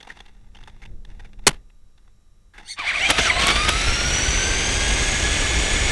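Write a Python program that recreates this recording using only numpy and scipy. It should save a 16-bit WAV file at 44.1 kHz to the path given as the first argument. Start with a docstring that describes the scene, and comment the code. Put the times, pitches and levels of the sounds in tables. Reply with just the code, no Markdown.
"""Toy electric car: handled, knocked, driven off

A microphone rides on the plastic shell: rough gear tones filtered by shell resonances make the whine.
Filtered random contacts make the tyre rumble, rattle, scrape, jolts, ticks and rubbing.
At rest the shell ticks and takes one hard knock (a noise burst with rebounds); a small motor chirps.
Then the car lurches off in surges and runs up to full speed, over puffs of air, a faint hum and hiss."""
import sys
import numpy as np
from scipy import signal
from scipy.fft import rfft, irfft
from scipy.io import wavfile

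SR = 44100
rng = np.random.default_rng(int(sys.argv[2]) if len(sys.argv) > 2 else 0)


def master_out(mix):
    """Clip the mix to full scale and print it as 16-bit PCM to the path in sys.argv[1]."""
    frames = np.transpose(np.atleast_2d(mix))
    ceiling = np.clip(frames, -1, 1)
    pcm = np.round(ceiling * 32767).astype(np.int16)
    wavfile.write(sys.argv[1], SR, pcm)


N = 260631
TIME = np.arange(N) / SR


def from_db(db):
    """Decibels to gain."""
    return 10 ** (np.asarray(db) / 20)


def rms_one(x):
    """Scale to unit power."""
    return x / np.sqrt(np.mean(x ** 2) + 1e-20)


def onset(start_s, attack_s):
    """Linear rise from 0 to 1."""
    return np.clip((TIME - start_s) / attack_s, 0, 1)


def swell(peak_s, rise_s, fall_s):
    """Bell-shaped rise to 1 and fall."""
    width_s = np.where(TIME < peak_s, rise_s, fall_s)
    return np.exp(-np.minimum(((TIME - peak_s) / width_s) ** 2, 40))


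def drift(cutoff_hz):
    """Low-passed noise of unit power."""
    low_pass = signal.butter(2, cutoff_hz, fs=SR, output="sos")
    settled = signal.sosfilt(low_pass, rng.standard_normal(N + SR))[SR:]
    return rms_one(settled)


def colour(x, spectrum, size=8192):
    """Minimum-phase filter through the spectrum's points, steep outside; keeps the power of white noise."""
    hz, db = np.transpose(spectrum)
    octave = np.log2(np.maximum(np.fft.rfftfreq(size, 1 / SR), 2))
    points = np.log2(hz)
    outside = np.abs(octave - np.clip(octave, points[0], points[-1]))
    gain_db = np.interp(octave, points, db) - np.minimum(36 * outside, 70)
    cepstrum = irfft(np.log(from_db(gain_db)))
    cepstrum[1:size // 2] *= 2  # fold to minimum phase
    response = irfft(np.exp(rfft(cepstrum[:size // 2], size)))
    return signal.fftconvolve(x, response / np.linalg.norm(response))[:N]


def grains(per_s, spread_db):
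    """Random tiny contacts of uneven strength, unit power."""
    strength = from_db(spread_db * np.minimum(rng.exponential(1, N), 4))
    signs = rng.choice([-1, 1], N)
    return rms_one(strength * signs * (rng.random(N) < per_s / SR))


def bursts(rows, t60, tail_db, tail_t60):
    """Contact envelopes: each holds for its length, then dies quickly over a weak, slower tail."""
    power = np.zeros(N)
    for start_s, db, length_s in rows:
        start = int(start_s * SR)
        age = TIME[:N - start][:SR // 2]
        past = np.maximum(age - length_s, 0)
        shape = from_db(-60 * past / t60) + from_db(tail_db - 60 * past / tail_t60)
        power[start:][:len(age)] += (from_db(db) * shape) ** 2
    return np.sqrt(power)


def tones(hz, table):
    """Partials locked to one rate, unit power in sum; roughness blurs each into a narrow band."""
    phase = 2 * np.pi * np.cumsum(hz) / SR
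    out = 0
    for multiple, db, rough, width_hz in table:
        blur = rough * (drift(width_hz) + 1j * drift(width_hz)) / np.sqrt(2)
        line = np.sqrt(1 - rough ** 2) + blur
        out = out + from_db(db) * np.real(line * np.exp(1j * multiple * phase))
    return rms_one(out)


GO_S, THROTTLE_ATTACK_S, GRIP_S = 2.762, .032, 3.32  # moves off; tyres hold
GRIP_HZ, TOP_HZ = 988, 1780  # gear mesh rate at grip and its limit

# wheels spin up and catch: (peak time [s], mesh rate [Hz], rise [s], fall [s], effort [dB])
WHEEL_SURGES = [(2.791, 1190, .07, .09, -7), (2.888, 1190, .054, 0.044, -1),
                (2.959, 1215, .052, 0.058, -3.5), (3.082, 1610, .165, .065, -1),
                (3.147, 1290, 0.0995, 0.1306, -1.5), (3.228, 1669, .085, .114, 3.5)]


def drive(run_up_s=.89, gather_s=.6, bog_db=1, recover_s=.2):
    """Mesh rate [Hz], effort and road speed (0-1): surges, a brief bog as the tyres hold, one long run-up."""
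    peak_s, peak_hz, rise_s, fall_s, effort_db = np.transpose(WHEEL_SURGES)
    spins = np.array([swell(*shape) for shape in zip(peak_s, rise_s, fall_s)])
    approach = np.exp((GRIP_S - np.maximum(TIME, GO_S)) / run_up_s)
    run_up_hz = TOP_HZ - (TOP_HZ - GRIP_HZ) * approach
    mesh_hz = np.maximum((peak_hz[:, None] * spins).max(axis=0), run_up_hz)
    surging = (from_db(effort_db)[:, None] * spins ** 0.75).max(axis=0)
    bog = from_db(bog_db * (onset(GRIP_S, recover_s) - 1))
    pulling = onset(GRIP_S - THROTTLE_ATTACK_S, THROTTLE_ATTACK_S) * bog
    effort = onset(GO_S, THROTTLE_ATTACK_S) * np.maximum(surging, pulling)
    speed = 1 - np.exp(-np.maximum(TIME - GO_S, 0) / gather_s)
    return mesh_hz, effort, speed


# gear squeals under load: (peak time [s], multiple of mesh rate, level [dB], rise [s], fall [s])
GEAR_SQUEALS = [(2.796, 2, -28.5, .012, 0.035), (2.81, 1, -34, 0.11, 0.048), (2.891, 2, -21, 0.023, 0.036),
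                (2.93, 1, -42.5, .06, 0.045), (2.968, 2, -21, 0.025, 0.017), (3.035, 2, -25.5, 0.059, 0.11),
                (3.052, 1.5, -19, 0.038, 0.021), (3.044, .5, -32.5, 0.043, 0.045),
                (3.262, 1, -22.5, 0.013, 0.047), (3.303, 2, -13, 0.0056, 0.01),
                (3.4, 2, -21.5, .025, 0.022)]
# rough line and two weak partners: (multiple, relative level [dB], roughness [0-1], line width [Hz])
SQUEAL_PARTIALS = [(1, 2.5, 0.7, 56), (1.135, -20, 0.6, 94), (.865, -9.5, 0.98, 99)]


def squeals(mesh_hz):
    """Loaded teeth squeal briefly on one multiple of the mesh rate."""
    out = 0
    for peak_s, multiple, db, rise_s, fall_s in GEAR_SQUEALS:
        out = out + from_db(db) * swell(peak_s, rise_s, fall_s) * tones(multiple * mesh_hz, SQUEAL_PARTIALS)
    return out * onset(GO_S, THROTTLE_ATTACK_S)


# gear mesh partials: (multiple of mesh rate, relative level [dB], roughness [0-1], line width [Hz])
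GEAR_PARTIALS = [(.36, -26, .6, 32), (.545, -15.5, 0.14, 29), (1, 4, 0.7, 32), (1.27, -7, 0, 10),
                 (1.45, -18, 0.9, 45), (1.82, -11, 0.3, 15), (2, 1, 1, 27), (3, 8, 0.8, 93),
                 (3.8, 2, 1, 41), (3.91, 7.5, 0.77, 87), (4, 9, 0.79, 43), (4.09, -10, .8, 35),
                 (4.45, 0.5, 1, 83), (5, -2, 1, 25), (6, -14.5, 1, 43), (7.84, -0.5, 0.97, 200)]
# shell transmission: (frequency [Hz], relative gain [dB])
SHELL_RESPONSE = [(500, -6), (680, 11), (850, -14), (1100, 10), (1700, -0.5), (1950, 0.5), (2230, 10.5),
                  (2700, -1), (3450, 0.5), (4200, -6.5), (4850, -5), (5130, -17.5), (5400, -4.5),
                  (5850, 0.5), (6900, -10), (7300, -10), (8200, 1.5), (8650, -1.5), (9200, 0), (10700, -8),
                  (11600, -22)]


def gears(mesh_hz, effort, speed, whine_db=-27.5, pull_db=7, flat_out_db=4):
    """Unsteady mesh tones sweep through shell resonances, boosted under pull and again flat out."""
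    pull = 1 - mesh_hz / TOP_HZ
    flat_out = (mesh_hz / TOP_HZ) ** 19.2  # rises late in the run-up
    # unsteadiness as shares of the mesh rate
    stutter = 0.0186 * (1 - onset(GRIP_S, 0.29)) + 0.014 * flat_out
    unsteady_hz = mesh_hz * (1 + 0.002002 * drift(15.4) + stutter * drift(251.0))
    whine = colour(tones(unsteady_hz, GEAR_PARTIALS), SHELL_RESPONSE)
    whine = whine / np.std(whine[TIME > GRIP_S])
    level = from_db(whine_db + pull_db * pull + flat_out_db * flat_out) * effort * speed ** 0.82
    return level * whine + squeals(unsteady_hz)


# body panel resonance: (frequency [Hz], relative density [dB/Hz])
PANEL_SPECTRUM = [(560, -15.5), (690, -1.5), (800, -17)]


def panel_hum(level_db=-32):
    """The straining drive sets a body panel humming: dense contacts through its resonance."""
    envelope = swell(3.466, rise_s=0.47, fall_s=0.13) * onset(GO_S, THROTTLE_ATTACK_S)
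    return from_db(level_db) * envelope * colour(grains(2300, 1.9), PANEL_SPECTRUM)


# tooth scrape: (frequency [Hz], relative density [dB/Hz])
SCRAPE_SPECTRUM = [(4300, -1), (4850, -3), (5200, -6), (5600, 6), (6020, 5.5), (6270, 3), (6430, -5),
                   (6900, 5.5), (7300, -6), (7900, 4), (8650, -2.5), (9100, -7), (10700, -11.5),
                   (12300, -32)]


def tooth_scrape(mesh_hz, effort, speed, level_db=-30, throb=0.035):
    """Teeth hiss as they slide, slightly harder once per motor turn."""
    turns = np.cumsum(mesh_hz) / SR / 11  # eleven teeth on the pinion
    scrape = rms_one((1 + throb * np.cos(2 * np.pi * turns)) * from_db(1.2 * drift(120)))
    level = from_db(level_db) * effort * (mesh_hz / TOP_HZ) ** 0.61 * speed ** 0.52
    return level * colour(scrape * grains(14000, 2.7), SCRAPE_SPECTRUM)


# loose plastic: (frequency [Hz], relative density [dB/Hz])
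RATTLE_SPECTRUM = [(530, -27.5), (900, -12), (990, -13.5), (1220, -12.5), (1450, -6), (1670, -4),
                   (1810, -5.5), (1930, -4), (2140, 0), (2670, -4.5), (3500, -4.5), (4050, -9.5),
                   (4760, -11.5), (5200, -21), (6760, -52), (11400, -120)]


def rattle(effort, level_db=-25.5):
    """Loose plastic rattles with motor effort, its level flickering."""
    return from_db(level_db + 0.9 * drift(78)) * effort * colour(grains(7000, 1.2), RATTLE_SPECTRUM)


# tyre thumps over road seams: (peak time [s], level re rumble [dB])
SEAM_THUMPS = [(3.66, 4), (3.895, 7), (4.06, 4), (4.281, 0), (4.52, -6), (5.56, 5.5), (5.88, -8)]
# tread drumming on grit, also the thud of jolts: (frequency [Hz], relative density [dB/Hz])
TREAD_SPECTRUM = [(65, 8), (110, -2), (284, -2.5), (437, -2), (503, -4.5), (821, -6.5), (992, -11.5),
                  (1200, -7), (1560, -41), (2640, -120)]
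# tyre rumble: (frequency [Hz], relative density [dB/Hz])
RUMBLE_SPECTRUM = [(8.8, -24), (15, -2), (54, 0.5), (113, -14.5), (170, -17), (220, -73), (370, -120)]


def tyres(speed, tread_db=-28.5, rumble_db=-24.0, thump_s=.022):
    """Tyres drum on grit and rumble, growing with road speed; seams swell the rumble into thumps."""
    thumps = sum(from_db(db) * swell(peak_s, thump_s, thump_s) for peak_s, db in SEAM_THUMPS)
    tread = from_db(tread_db) * speed ** 1.38 * colour(grains(2500, 2.6), TREAD_SPECTRUM)
    rumble = from_db(rumble_db) * speed ** 1.6 * (1 + thumps) * colour(grains(900, 3.7), RUMBLE_SPECTRUM)
    return tread + rumble


# chassis jolts: (time [s], level [dB], length [s])
CHASSIS_JOLTS = [(2.789, -34, 0.0091), (3.088, -19, 0.0091), (3.101, -11.5, 0.0057), (3.182, -14.5, 0.0099),
                 (3.198, -23, 0.0051), (3.224, -34, 0.0062), (3.254, -25, 0.021), (3.394, -20, 0.0073),
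                 (3.412, -19, 0.015), (3.435, -20, 0.012), (3.464, -19.5, 0.013), (3.482, -15.5, 0.0079),
                 (3.5, -18.5, 0.015), (3.556, -22, 0.011), (3.681, -16.5, 0.012)]
# sharp snaps among them: (time [s], relative level [dB])
JOLT_SNAPS = [(3.1058, -2), (3.1094, -7), (3.47, -2), (3.505, -15), (3.692, -3.5)]


def jolts(thud_db=-7, snap_gain=1.84):
    """Bumps throw the chassis against its stops: chattering clatter, dull thud and a few impulsive snaps."""
    shaking = bursts(CHASSIS_JOLTS, t60=0.063, tail_db=-40, tail_t60=.08) * grains(6500, 2.0)
    impulses = np.zeros(N)
    for time_s, db in JOLT_SNAPS:
        impulses[int(time_s * SR)] = from_db(db)
    clatter = colour(shaking, [(600, -5), (1200, 0.0), (2200, 0), (3500, 2.0),
                               (4300, -7.5), (6000, -9), (10500, -24)])
    thud = from_db(thud_db) * colour(shaking, TREAD_SPECTRUM)
    snaps = snap_gain * colour(impulses, [(2000, -24), (9000, 6.5), (11500, -2.5), (13000, -22)])
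    return clatter + thud + snaps


# hard knock and rebounds: (time [s], level [dB], length [s])
KNOCK_HITS = [(1.4672, -9, 0.014), (1.485, -20, 0.0076), (1.492, -29, 0.007), (1.506, -35, 0.011),
              (1.529, -43, 0.0065), (1.539, -46.5, 0.0095), (1.559, -58, 0.011)]
# knock body: (frequency [Hz], relative density [dB/Hz])
KNOCK_SPECTRUM = [(30, -8.5), (70, -8), (130, 2.5), (260, -1), (400, -0.5), (700, -5), (1100, -8),
                  (1400, -6), (3100, -8.5), (6000, -20), (11000, -27)]


def knock(crack_db=5.5, echo_db=-36, echo_t60=0.2):
    """Hard blow by the microphone: harder contacts are brighter, and the hollow shell rings on."""
    force = bursts(KNOCK_HITS, t60=0.01, tail_db=-31, tail_t60=.1)
    blow = colour(force * rng.standard_normal(N), KNOCK_SPECTRUM)
    crack = colour(force ** 1.8 * rng.standard_normal(N),
                   [(2000, -7.5), (5000, 0.5), (10000, -0.5), (12000, -13.5)])
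    age = TIME - KNOCK_HITS[0][0]
    decay = from_db(echo_db - 60 * np.abs(age) / echo_t60) * (age > 0)
    hollow = colour(decay * rng.standard_normal(N), [(250, -5), (600, 2.5), (1800, -7.0), (4000, -19)])
    return blow + from_db(crack_db) * crack + hollow


# small motor run: (time [s], frequency [Hz], relative level [dB])
MOTOR_RUN = [(2.66, 1374, -48), (2.675, 1493, -43), (2.685, 1843, -35.5), (2.7, 2070, -34),
             (2.712, 2210, -30), (2.727, 2170, -32.5), (2.738, 1810, -37), (2.77, 1880, -61),
             (2.785, 1720, -70)]
# motor partials: (multiple, relative level [dB], roughness [0-1], line width [Hz])
MOTOR_PARTIALS = [(1.002, -8, 0.8, 70), (2, -3, 0.1, 110), (2.999, -9, 0.7, 260), (3.918, -8, .8, 178),
                  (4.5, -27, 0.9, 900), (2.1, -16, 0.8, 700)]
# shell resonances under the brushes: (frequency [Hz], relative density [dB/Hz])
BRUSH_SPECTRUM = [(1700, -14), (2100, 3), (2650, -19), (3650, 4.5), (4000, -12), (4450, 14), (5300, -36),
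                  (6050, 4), (6900, -12), (7300, -27), (8600, 4), (9300, -6), (11500, -23)]


def chirp(brush_db=-3.0, tone_db=-5.0, fade_s=.02):
    """A small unloaded motor spins up and stops: stuttering tones and brush rasp."""
    time_s, run_hz, run_db = np.transpose(MOTOR_RUN)
    hz, db = np.interp(TIME, time_s, run_hz), np.interp(TIME, time_s, run_db)
    start_s, end_s = time_s[0], time_s[-1]
    gate = np.interp(TIME, [start_s - fade_s, start_s, end_s, end_s + fade_s], [0, 1, 1, 0])
    whizz = tones(hz * (1 + .008 * drift(220)), MOTOR_PARTIALS)
    rasp = colour(grains(7700, 0.81), BRUSH_SPECTRUM)
    return from_db(db) * (from_db(tone_db) * whizz + from_db(brush_db) * rasp) * gate


# rubbing spells: (start [s], end [s], relative level [dB], fade [s])
RUB_SPELLS = [(0, 0.18, -49, 0.15), (0.532, 0.836, -56.5, 0.072), (1.066, 1.215, -56, .12),
              (1.415, 1.55, -57, .06), (1.977, 2.055, -68.5, 0.046), (2.584, 2.65, -47.5, 0.12)]


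def rubbing(slips_per_s=47, slip_s=.005, slip_share=0.67):
    """Stick-slip pressure on the shell: spells set in fast, hold and fade, broken into random slips."""
    spells = 0
    for start_s, end_s, db, fade_s in RUB_SPELLS:
        fade = np.exp(-np.maximum(TIME - end_s, 0) / fade_s)
        spells = spells + from_db(db) * onset(start_s, .01) * fade
    starts = rng.random(N) < slips_per_s / SR
    slips = rms_one(signal.lfilter([1], [1, -np.exp(-1 / (slip_s * SR))], starts))
    return spells * np.sqrt(1 - slip_share + slip_share * slips ** 2)


# shell ticks at rest: (time [s], relative level [dB], length [s], ring [Hz])
SHELL_TICKS = [(.003, -44, 0.011, 3480), (0.028, -39.5, 0.0041, 3570), (.047, -48, .006, 850),
               (0.071, -40, .008, 830), (0.087, -44.5, 0.037, 1840), (.103, -39, .003, 1760),
               (.167, -45, 0.0095, 855), (.189, -46, 0.0044, 3540), (0.203, -35.5, 0.0043, 3400),
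               (.26, -48.5, .005, 3470), (0.281, -53.5, 0.0068, 2700), (.548, -45.5, 0.01, 2920),
               (0.567, -47, .006, 3180), (.636, -42.5, 0.0037, 3420), (0.674, -39, 0.0092, 890),
               (0.696, -48.5, .0043, 3530), (0.763, -58, 0.0034, 880), (0.818, -45, 0.023, 2160),
               (.852, -44.5, .01, 2680), (1.049, -43, 0.003, 3440), (1.195, -43.5, .012, 1830),
               (1.246, -49, .015, 2200), (1.332, -48, 0.0019, 2650), (1.39, -52, .004, 2680),
               (1.699, -57.5, .005, 2580), (1.977, -57.5, 0.0063, 3650), (2.077, -59.5, 0.004, 800),
               (2.536, -49, 0.074, 1660), (2.58, -36.5, 0.007, 2030)]
# shell resonances when ticking: (frequency [Hz], relative density [dB/Hz])
TICK_SPECTRUM = [(130, -1), (450, -3), (640, -9), (820, 6), (1100, -7.5), (1600, -1.5), (2100, 0.5),
                 (2400, -9.5), (2750, -1.5), (3100, -15), (3550, -1.5), (4050, -14), (4400, -13),
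                 (5200, -15.5), (6200, -13), (7200, -24.5), (9000, -22), (12000, -40)]


def handling(rub_db=-4.5, ring_db=-4, ring_width_hz=220, crack_db=-6):
    """The handled shell rubs and ticks; each tick excites one panel resonance."""
    contacts, rings = grains(7900, 1.3), np.zeros(N)
    for time_s, db, length_s, hz in SHELL_TICKS:
        span = slice(int(time_s * SR), int(time_s * SR) + SR // 5)
        force = from_db(db - 60 * np.maximum(TIME[:SR // 5] - length_s, 0) / 0.006)
        resonator = signal.iirpeak(hz, hz / ring_width_hz, fs=SR)
        ring = signal.lfilter(*resonator, force * contacts[span])
        rings[span] += ring * np.linalg.norm(force) / np.linalg.norm(ring)  # ring takes the tick's energy
    cracks = bursts([row[:3] for row in SHELL_TICKS], t60=.016, tail_db=-21.5, tail_t60=0.1177)
    pressure = from_db(crack_db) * cracks + from_db(rub_db) * rubbing()
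    return colour(pressure * grains(8200, 1.5), TICK_SPECTRUM) + from_db(ring_db) * rings


def squeak(hz=1870, level_db=-30):
    """Plastic slips on plastic: one short, rough tone."""
    envelope = swell(.106, rise_s=.005, fall_s=.003)
    return from_db(level_db) * envelope * tones(np.full(N, hz), SQUEAL_PARTIALS)


# air puffs at the microphone: (peak time [s], level [dB], width [s])
AIR_PUFFS = [(.66, -44, 0.3), (.92, -37, 0.058), (1.16, -38, 0.2), (1.5, -40, .12)]
# moving air: (frequency [Hz], relative density [dB/Hz])
BREEZE_SPECTRUM = [(10, 7), (22, -2.5), (35, -2), (60, -12), (100, -17), (160, -26), (240, -34.5),
                   (320, -33.5), (500, -39), (800, -52.5)]


def breeze(calm_db=-47.5):
    """Low air noise at the microphone, swelling in puffs."""
    puffs = sum(from_db(db) * swell(peak_s, width_s, width_s) for peak_s, db, width_s in AIR_PUFFS)
    return (from_db(calm_db) + puffs) * colour(rng.standard_normal(N), BREEZE_SPECTRUM)


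def hum(hz=207, peak_db=-54, swell_db_per_s=10.5, drop_db=15.5, fade_db_per_s=6.5):
    """A faint hum swells up to the knock, drops there and fades."""
    age = TIME - KNOCK_HITS[0][0]
    change_db = np.where(age < 0, swell_db_per_s * age, -drop_db - fade_db_per_s * age)
    partials = [(1, -1.5, .25, 5), (.5, -7.5, .6, 5.9), (0.6, -14, .6, 6)]
    return from_db(peak_db + change_db) * tones(np.full(N, hz), partials)


# camera whistles: (frequency [Hz], RMS level [dB])
ELECTRONIC_TONES = [(1200, -82.5), (3892, -82.5), (5599, -82.5), (7402, -86)]
# camera hiss: (frequency [Hz], relative density [dB/Hz])
FLOOR_SPECTRUM = [(180, -42), (300, -15.5), (1220, -13), (2640, -18), (4010, -19), (4470, -20),
                  (5810, -16.5), (12000, -23), (15600, -53.5), (22000, -120)]


def electronics(hiss_db=-72):
    """The camera's electronics: thin steady sines and shaped hiss."""
    whistles = sum(from_db(db) * np.sqrt(2) * np.sin(2 * np.pi * hz * TIME) for hz, db in ELECTRONIC_TONES)
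    return whistles + from_db(hiss_db) * colour(rng.standard_normal(N), FLOOR_SPECTRUM)


def scene():
    """All sources sum at one microphone on the car."""
    mesh_hz, effort, speed = drive()
    car = gears(mesh_hz, effort, speed) + panel_hum() + jolts()
    car = car + tooth_scrape(mesh_hz, effort, speed) + rattle(effort) + tyres(speed)
    shell = knock() + handling() + squeak()
    background = breeze() + hum() + electronics()
    return (car + chirp() + shell + background)[None]


def record(dry, top=0.85, edge_hz=11500, cutoff_hz=16000):
    """The small camera loses the top treble and saturates on hard blows."""
    treble_cut = signal.cheby1(8, .3, edge_hz, fs=SR, output="sos")
    dull = signal.sosfilt(treble_cut, dry)
    clipped = dull / (1 + (dull / top) ** 6) ** (1 / 6)
    band_limit = signal.ellip(10, .1, 80, cutoff_hz, fs=SR, output="sos")
    return signal.sosfilt(band_limit, clipped)


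dry = scene()
out = record(dry)
master_out(out)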